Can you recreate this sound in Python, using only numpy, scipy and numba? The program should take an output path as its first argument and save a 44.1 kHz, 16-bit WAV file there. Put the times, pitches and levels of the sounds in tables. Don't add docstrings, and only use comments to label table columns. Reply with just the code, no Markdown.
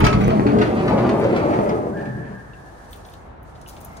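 import sys
import numpy as np
from scipy import signal
from scipy.fft import rfft, irfft
from scipy.io import wavfile
from scipy.ndimage import uniform_filter1d, map_coordinates
from numba import njit

SR = 44100
rng = np.random.default_rng(int(sys.argv[2]) if len(sys.argv) > 2 else 0)


def invert_db(x):
    u = np.asarray(x, float) / 20
    return 10 ** u


def master(y):
    cut = np.clip(np.atleast_2d(y).T, -1, 1)
    pcm = np.round(cut * 32767)
    wavfile.write(sys.argv[1], SR, pcm.astype(np.int16))


N = 176400

# start_s, left_late_samples, left_over_right_db
DOOR_PATH = [
    (0, 27, 0.5),
    (.7, 14.5, 2),
    (1.3, -9, 1.5),
    (1.6, -17, 0.5),
    (4, -13, 3.5),
]
CABIN_T60_S = 0.23
ALIKE_HZ = 378


def tone(x, table):
    hz, db = np.array(table).T
    n = N + SR // 2
    log_hz = np.log(np.arange(n // 2 + 1) * SR / n + 1)
    gain = invert_db(np.interp(log_hz, np.log(hz), db))
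    return irfft(rfft(x, n) * gain, n)[..., :N]


def unit(x):
    return x / np.sqrt(np.mean(x ** 2))


def curve(table, axis):
    rows = np.array(table)
    return np.interp(np.arange(N) / SR, rows[:, 0], rows[:, axis])


def walk(rate_hz):
    hold = int(SR / rate_hz)
    steps = np.repeat(rng.standard_normal(N // hold + 1), hold)
    return unit(uniform_filter1d(steps, hold)[:N])


def decay(t, rise_s, t60_s):
    t = np.maximum(t, 0)
    return (1 - np.exp(-t / rise_s)) * invert_db(-60 * t / t60_s)


@njit
def svf(x, hz, damp):
    band, low = np.empty(len(x)), np.empty(len(x))
    band_state, low_state = 0., 0.
    for i in range(len(x)):
        g = np.tan(np.pi * hz[i] / SR)
        v = (band_state + g * (x[i] - low_state)) / (1 + g * (g + damp))
        low[i] = low_state + g * v
        band_state = 2 * v - band_state
        low_state = 2 * low[i] - low_state
        band[i] = damp * v
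    return band, low


def ring(x, hz, width_hz):
    return svf(x, np.full(len(x), float(hz)), width_hz / hz)[0]


def panel(x):
    # frequency_hz, level_db
    skin = [(24, -63), (40, -12), (117, 0), (461, -3.5), (859, -7), (1050, -11.5), (2110, -24.5),
            (10100, -57), (15500, -85)]
    # centre_hz, width_hz, level_db
    modes = [(122.3, 24, -0.5), (211, 45, 1), (320, 41, 2.5), (367.6, 45, 0), (421.4, 58, 1.5),
             (552, 49, -1.5), (603.4, 18, 1.5), (700, 94, -9), (900, 6.3, -32), (1200, 160, -5.5),
             (1996, 200, -9), (2380, 220, -11.5), (4500, 330, -2.5)]
    x = tone(x, skin)
    return x + sum(invert_db(db + 2 * walk(22)) * ring(x, hz, width) for hz, width, db in modes)


def thuds(t):
    # start_s, level_db, pitch_hz, t60_s
    strikes = [(.005, -18, 38.4, .5), (.008, -12, 105, 0.26), (.04, -17, 142, .25), (.045, -15, 60.7, 0.35),
               (.14, -18, 51.5, 0.47), (.25, -22.5, 44.3, 0.5), (-.01, -21, 864, 0.29),
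               (.168, -14.5, 198.5, 0.38), (.22, -10.5, 207, 0.11), (.245, -15.5, 207, 0.35),
               (.307, -16, 642, 0.15), (.31, -18.5, 209, 0.27), (.333, -12, 211.5, 0.39),
               (.385, -14.5, 198.2, 0.36), (.455, -12.5, 290.8, 0.35), (.59, -20, 426, 0.34),
               (.53, -16, 204.8, 1), (1.26, -20.5, 187.5, 0.45), (2.069, -24.5, 127.5, 1),
               (.045, -22.5, 700, 0.36), (.051, -22, 1288, .31), (.915, -20, 856, 0.13),
               (1.075, -15, 255.6, 0.17), (1.245, -17, 560.6, 0.17), (1.535, -19.5, 861, 0.16),
               (2.02, -30, 764, 0.1), (2.316, -35, 604, 0.13)]
    out = 0
    for start, db, hz, t60 in strikes:
        since = t - start
        out = out + invert_db(db) * decay(since, 0.32 / hz, t60) * np.sin(2 * np.pi * hz * since)
    return out


def bumps(t):
    # start_s, peak_db, brightness_0_to_1
    hits = [(0.0024, -20.5, 0.34), (0.0403, -18, 0.7), (0.0604, -18, 0.76), (0.126, -18, 0.4),
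            (0.2044, -23, 0.42), (0.297, -23.5, 0.2), (0.464, -19.5, 0), (0.5836, -30.5, 0.6),
            (0.6106, -16, 0.1), (0.769, -25, 0), (0.876, -22, 0.14), (0.974, -20, 0.18),
            (1.091, -25.5, 0.3), (1.23, -25.5, 0.45), (1.3593, -24, 0.2), (1.5355, -26, 0.28),
            (1.69, -22, 0), (1.9689, -44, 0.7), (2.008, -43.5, 0.7), (2.0492, -40.5, 0.5),
            (2.383, -48, 0.14)]
    noise = panel(rng.standard_normal(N))
    dull = unit(tone(noise, [(300, -72), (800, -7), (2600, 7), (16000, 0)]))
    bright = unit(tone(noise, [(300, -72), (800, -7), (2600, 7), (16000, 24)]))
    out = 0
    for start, db, brightness in hits:
        envelope = decay(t - start, rise_s=.004, t60_s=.065)
        out = out + invert_db(db + 4) * envelope * (dull + brightness * bright)
    return invert_db(-5.5) * out * invert_db(3.3 * walk(250))


def rolling(t):
    # start_s, level_db, contact_resonance_hz (rises with speed), loose_roller_rattle_db
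    run = [(0, -16.5, 165, 8), (.1, -17, 181, -3), (.2, -18, 209, 7), (.45, -18, 261, 2), (.6, -18, 270, 0),
           (.72, -19, 272, 5), (1.1, -18.5, 324, 1.5), (1.3, -20.5, 320, 5.5), (1.55, -20, 340, -1),
           (1.75, -21.5, 366, -6), (1.8, -26, 322, -6), (2.0, -27.5, 290, -7), (2.12, -30.5, 196, -2),
           (2.33, -35, 202, 7), (2.375, -37.5, 125, -8), (2.49, -46, 119, -15), (2.6, -44, 130, 0)]
    contact_hz, rattle_hz, grit_per_s = 330, 1230, 500
    grit_hits = (rng.random(N) < grit_per_s / SR) * rng.standard_normal(N)
    grit = grit_hits * invert_db(3.5 * rng.exponential(size=N))
    rough = rng.standard_normal(N) + invert_db(-5) * unit(grit)
    contact = svf(rough, curve(run, axis=2), 0.92)[1]
    roll = panel(tone(contact, [(contact_hz, 0), (contact_hz * 64, 70)]))
    rattle = tone(roll, [(rattle_hz / 2, -30), (rattle_hz * 2, 0)])
    roll = roll + rattle * (invert_db(curve(run, axis=3) + 2 * walk(30.82)) - 1)
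    roll = roll / np.sqrt(uniform_filter1d(roll ** 2, size=5000))
    judder_db = walk(13.48)
    stop = np.clip((run[-1][0] - t) / 0.04, 0, 1)
    return roll * invert_db(curve(run, axis=1) + judder_db) * stop


def crackle(t, table, gain_db):
    noise = rng.standard_normal(N) * invert_db(2.7 * walk(600))
    out, length = np.zeros(N), 12000
    for start, db, hz, t60, share in table:
        first = int(start * SR)
        part = slice(first, first + length)
        width = share * hz
        band = unit(ring(ring(noise[part], hz, width), hz, width))
        out[part] += invert_db(db + gain_db) * decay(t[part] - start, .05 * t60, t60) * band
    return out


def handle_ticks(t):
    # start_s, peak_db, centre_hz, t60_s, width_as_share_of_centre
    ticks = [(.002, -31.5, 10500, 0.024, 1.8), (.043, -24.5, 4500, 0.034, 0.86),
             (0.049, -20, 4470, .04, 0.6), (.051, -30, 10500, .02, .8), (.059, -37, 12000, 0.054, 1),
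             (0.067, -24, 5400, 0.017, 1.2), (.116, -46, 10000, 0.025, .5), (.138, -30, 4800, 0.015, 0.52),
             (.195, -50, 8950, .02, 1.5), (.207, -44, 13100, .03, 0.66), (.213, -41, 10500, .03, 1),
             (.233, -46, 14200, .04, .7), (.241, -36.5, 6050, 0.033, .15), (.277, -38, 9000, 0.022, 2),
             (.297, -52, 15000, 0.064, .15), (.615, -48, 12300, .04, 1), (0.896, -44.5, 8950, 0.034, 1.2),
             (1.198, -43, 12000, 0.033, 1), (1.362, -42, 5000, 0.031, 1), (1.691, -38, 4950, 0.038, 0.59),
             (2.533, -43.5, 2640, 0.041, .12), (2.533, -50, 3700, 0.034, .25)]
    return crackle(t, ticks, 0.9)


def cabin(x):
    hop = int(.12 * SR)
    t = np.arange(SR // 4) / SR
    out = np.zeros((2, N + SR))
    fade = np.sqrt(signal.get_window("hann", 2 * hop))
    log_hz = np.log(np.arange(len(t) // 2 + 1) * 4 + 1)
    colour_hz = [ALIKE_HZ / 3, ALIKE_HZ * 2, 6000, 14000]
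    colour = invert_db(np.interp(log_hz, np.log(colour_hz), [-12.5, 0, 0, -8]))
    envelope = decay(t - .002, 0.00042, CABIN_T60_S)
    x = np.pad(x, (hop, 2 * hop))
    for i in range(0, N + hop, hop):
        echoes = rng.standard_normal((2, len(t))) * envelope
        tail = irfft(rfft(echoes) * colour)
        wet = signal.fftconvolve((x[i:i + 2 * hop] * fade)[None], tail, axes=1)
        out[:, i:i + wet.shape[1]] += wet
    tail_gain = np.sqrt(CABIN_T60_S * SR / np.log(1e6))
    return out[:, hop:hop + N] * invert_db(0.5) / tail_gain


def pair(x):
    side = tone(x[1], [(ALIKE_HZ / 8, -16), (ALIKE_HZ * 2, 0)])
    return x[0] + side * np.array([[1], [-1]])


def traffic():
    # frequency_hz, level_db
    road_tone = [(15, -44), (25, -23), (55, -0.5), (221, -13), (400, -16.5), (560, -17), (780, -15),
                 (1200, -21.5), (15500, -77.5)]
    out, swell = 0, walk(0.68)
    for hz in 30 * 2 ** np.arange(0, 9.1, .5):
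        gain = invert_db(1.2 * swell + 1.75 * walk(6.21))
        bands = np.array([ring(rng.standard_normal(N), hz, hz / 3) for _ in range(2)])
        out = out + bands * gain
    level_db = -41.5 + 0.88 * np.arange(N) / N
    left, right = unit(pair(tone(out, road_tone))) * invert_db(level_db)
    return np.array([left, np.roll(right, shift=int(-DOOR_PATH[-1][1]))])


def scuff():
    # start_s, level_db
    drag = [(0, -53.5), (1.7, -54), (1.8, -59.5), (2.5, -64), (2.85, -60), (3.15, -59), (3.27, -68.5),
            (3.41, -87), (3.46, -64), (3.64, -66), (3.7, -57.5), (4, -60)]
    # frequency_hz, level_db
    drag_tone = [(1500, -1), (3000, 5), (6000, 6), (10000, 2.5), (15500, -10.5)]
    noise = unit(tone(rng.standard_normal((2, N)), drag_tone))
    return pair(noise * invert_db(curve(drag, axis=1) + walk(44))) * invert_db(-2.5)


def squeak(t):
    # start_s, length_s, pitch_from_hz, pitch_to_hz, level_db
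    partials = [
        (1.941, .08, 1590, 1662, -38),
        (1.961, .065, 1720, 1778, -36.5),
        (1.928, .015, 1400, 1500, -41),
    ]
    direct = 0
    for start, length, from_hz, to_hz, db in partials:
        progress = np.clip((t - start) / length, 0, 1)
        glide = to_hz - (to_hz - from_hz) * np.exp(-progress / 0.25)
        hz = glide * (1 + .016 * walk(160))
        envelope = np.abs(np.sin(np.pi * progress)) ** .25
        direct = direct + invert_db(db) * np.sin(2 * np.pi * np.cumsum(hz) / SR) * envelope
    gap_s, yard_t60_s = .02, 3.2
    yard = rng.standard_normal((2, N)) * decay(t - gap_s, .03, yard_t60_s) * invert_db(-35)
    return direct + signal.fftconvolve(direct[None], yard, axes=1)[:, :N]


def shoe_grit(t):
    # start_s, peak_db, centre_hz, t60_s, width_as_share_of_centre
    crunches = [(2.905, -42, 10100, 0.09, 2), (2.922, -37, 15000, 0.082, 0.65),
                (2.925, -39, 8000, 0.099, 1.1), (2.929, -35, 3360, 0.042, 0.9),
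                (2.942, -41, 2800, 0.04, 1.3), (2.959, -42, 11000, .07, 2.5), (3.031, -58, 5000, .03, 2.2),
                (3.048, -36.5, 3840, 0.037, .8), (3.059, -46, 9800, .05, .1), (3.06, -53, 15200, .12, .08),
                (3.086, -38, 3120, 0.022, 0.71), (3.094, -44, 10500, .06, 1),
                (3.118, -41, 3000, 0.041, 1.5), (3.135, -39, 7000, 0.023, 3.3),
                (3.137, -38, 3540, 0.033, .6), (3.145, -62, 11000, 0.037, 1.5),
                (3.167, -58, 3200, 0.027, .6), (3.16, -53, 2130, 0.63, 0.056),
                (3.427, -44.5, 13500, .046, 1.3), (3.55, -47, 3500, 0.069, .8),
                (3.613, -39, 6000, 0.042, 1.8), (3.66, -39, 2880, 0.042, .3), (3.672, -37, 9000, 0.092, 3),
                (3.685, -32.5, 10900, 0.081, 5.7), (3.71, -52, 8300, 0.46, 0.032),
                (3.71, -55, 15200, 0.49, .1), (3.745, -58, 9800, 0.13, .08),
                (3.764, -37, 3030, 0.042, 0.97), (3.767, -47, 5240, .03, 0.25),
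                (3.803, -37, 11000, .08, 2.2), (3.81, -55, 15200, .1, .1), (3.846, -28, 12000, 0.039, 0.83),
                (3.847, -40.5, 6800, 0.061, 0.34), (3.88, -50, 3000, .04, .2), (3.87, -46, 2100, 0.95, .08),
                (3.927, -53, 14500, .075, .4), (3.968, -34, 6000, 0.035, 1.3)]
    return crackle(t, crunches, -4)


def scene():
    t = np.arange(N) / SR
    door = rolling(t) + bumps(t) + thuds(t)
    clicks = shoe_grit(t) + handle_ticks(t)
    near = door + clicks
    low = tone(near, [(15000, 0), (15000, -30)])
    side = np.array([[.5], [-.5]])
    arrival = np.arange(N) - side * curve(DOOR_PATH, axis=1)
    direct = map_coordinates(low, [arrival], mode="nearest") + near - low
    panned = direct * invert_db(side * curve(DOOR_PATH, axis=2))
    room = cabin(door + invert_db(-5.5) * clicks)
    return panned + room + scuff() + squeak(t) + traffic()


def top_cut(x):
    return signal.sosfilt(signal.butter(12, 16020, fs=SR, output="sos"), x)


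def record(dry):
    # centre_hz, width_hz
    port_notches = [(5230, 90), (7560, 200), (7560, 160)]
    for hz, width in port_notches:
        dry = dry - .95 * np.array([ring(channel, hz, width) for channel in dry])
    mix = tone(dry, [(15800, 0), (15900, -60)])
    return top_cut(mix)


dry = scene()
out = record(dry)
master(out)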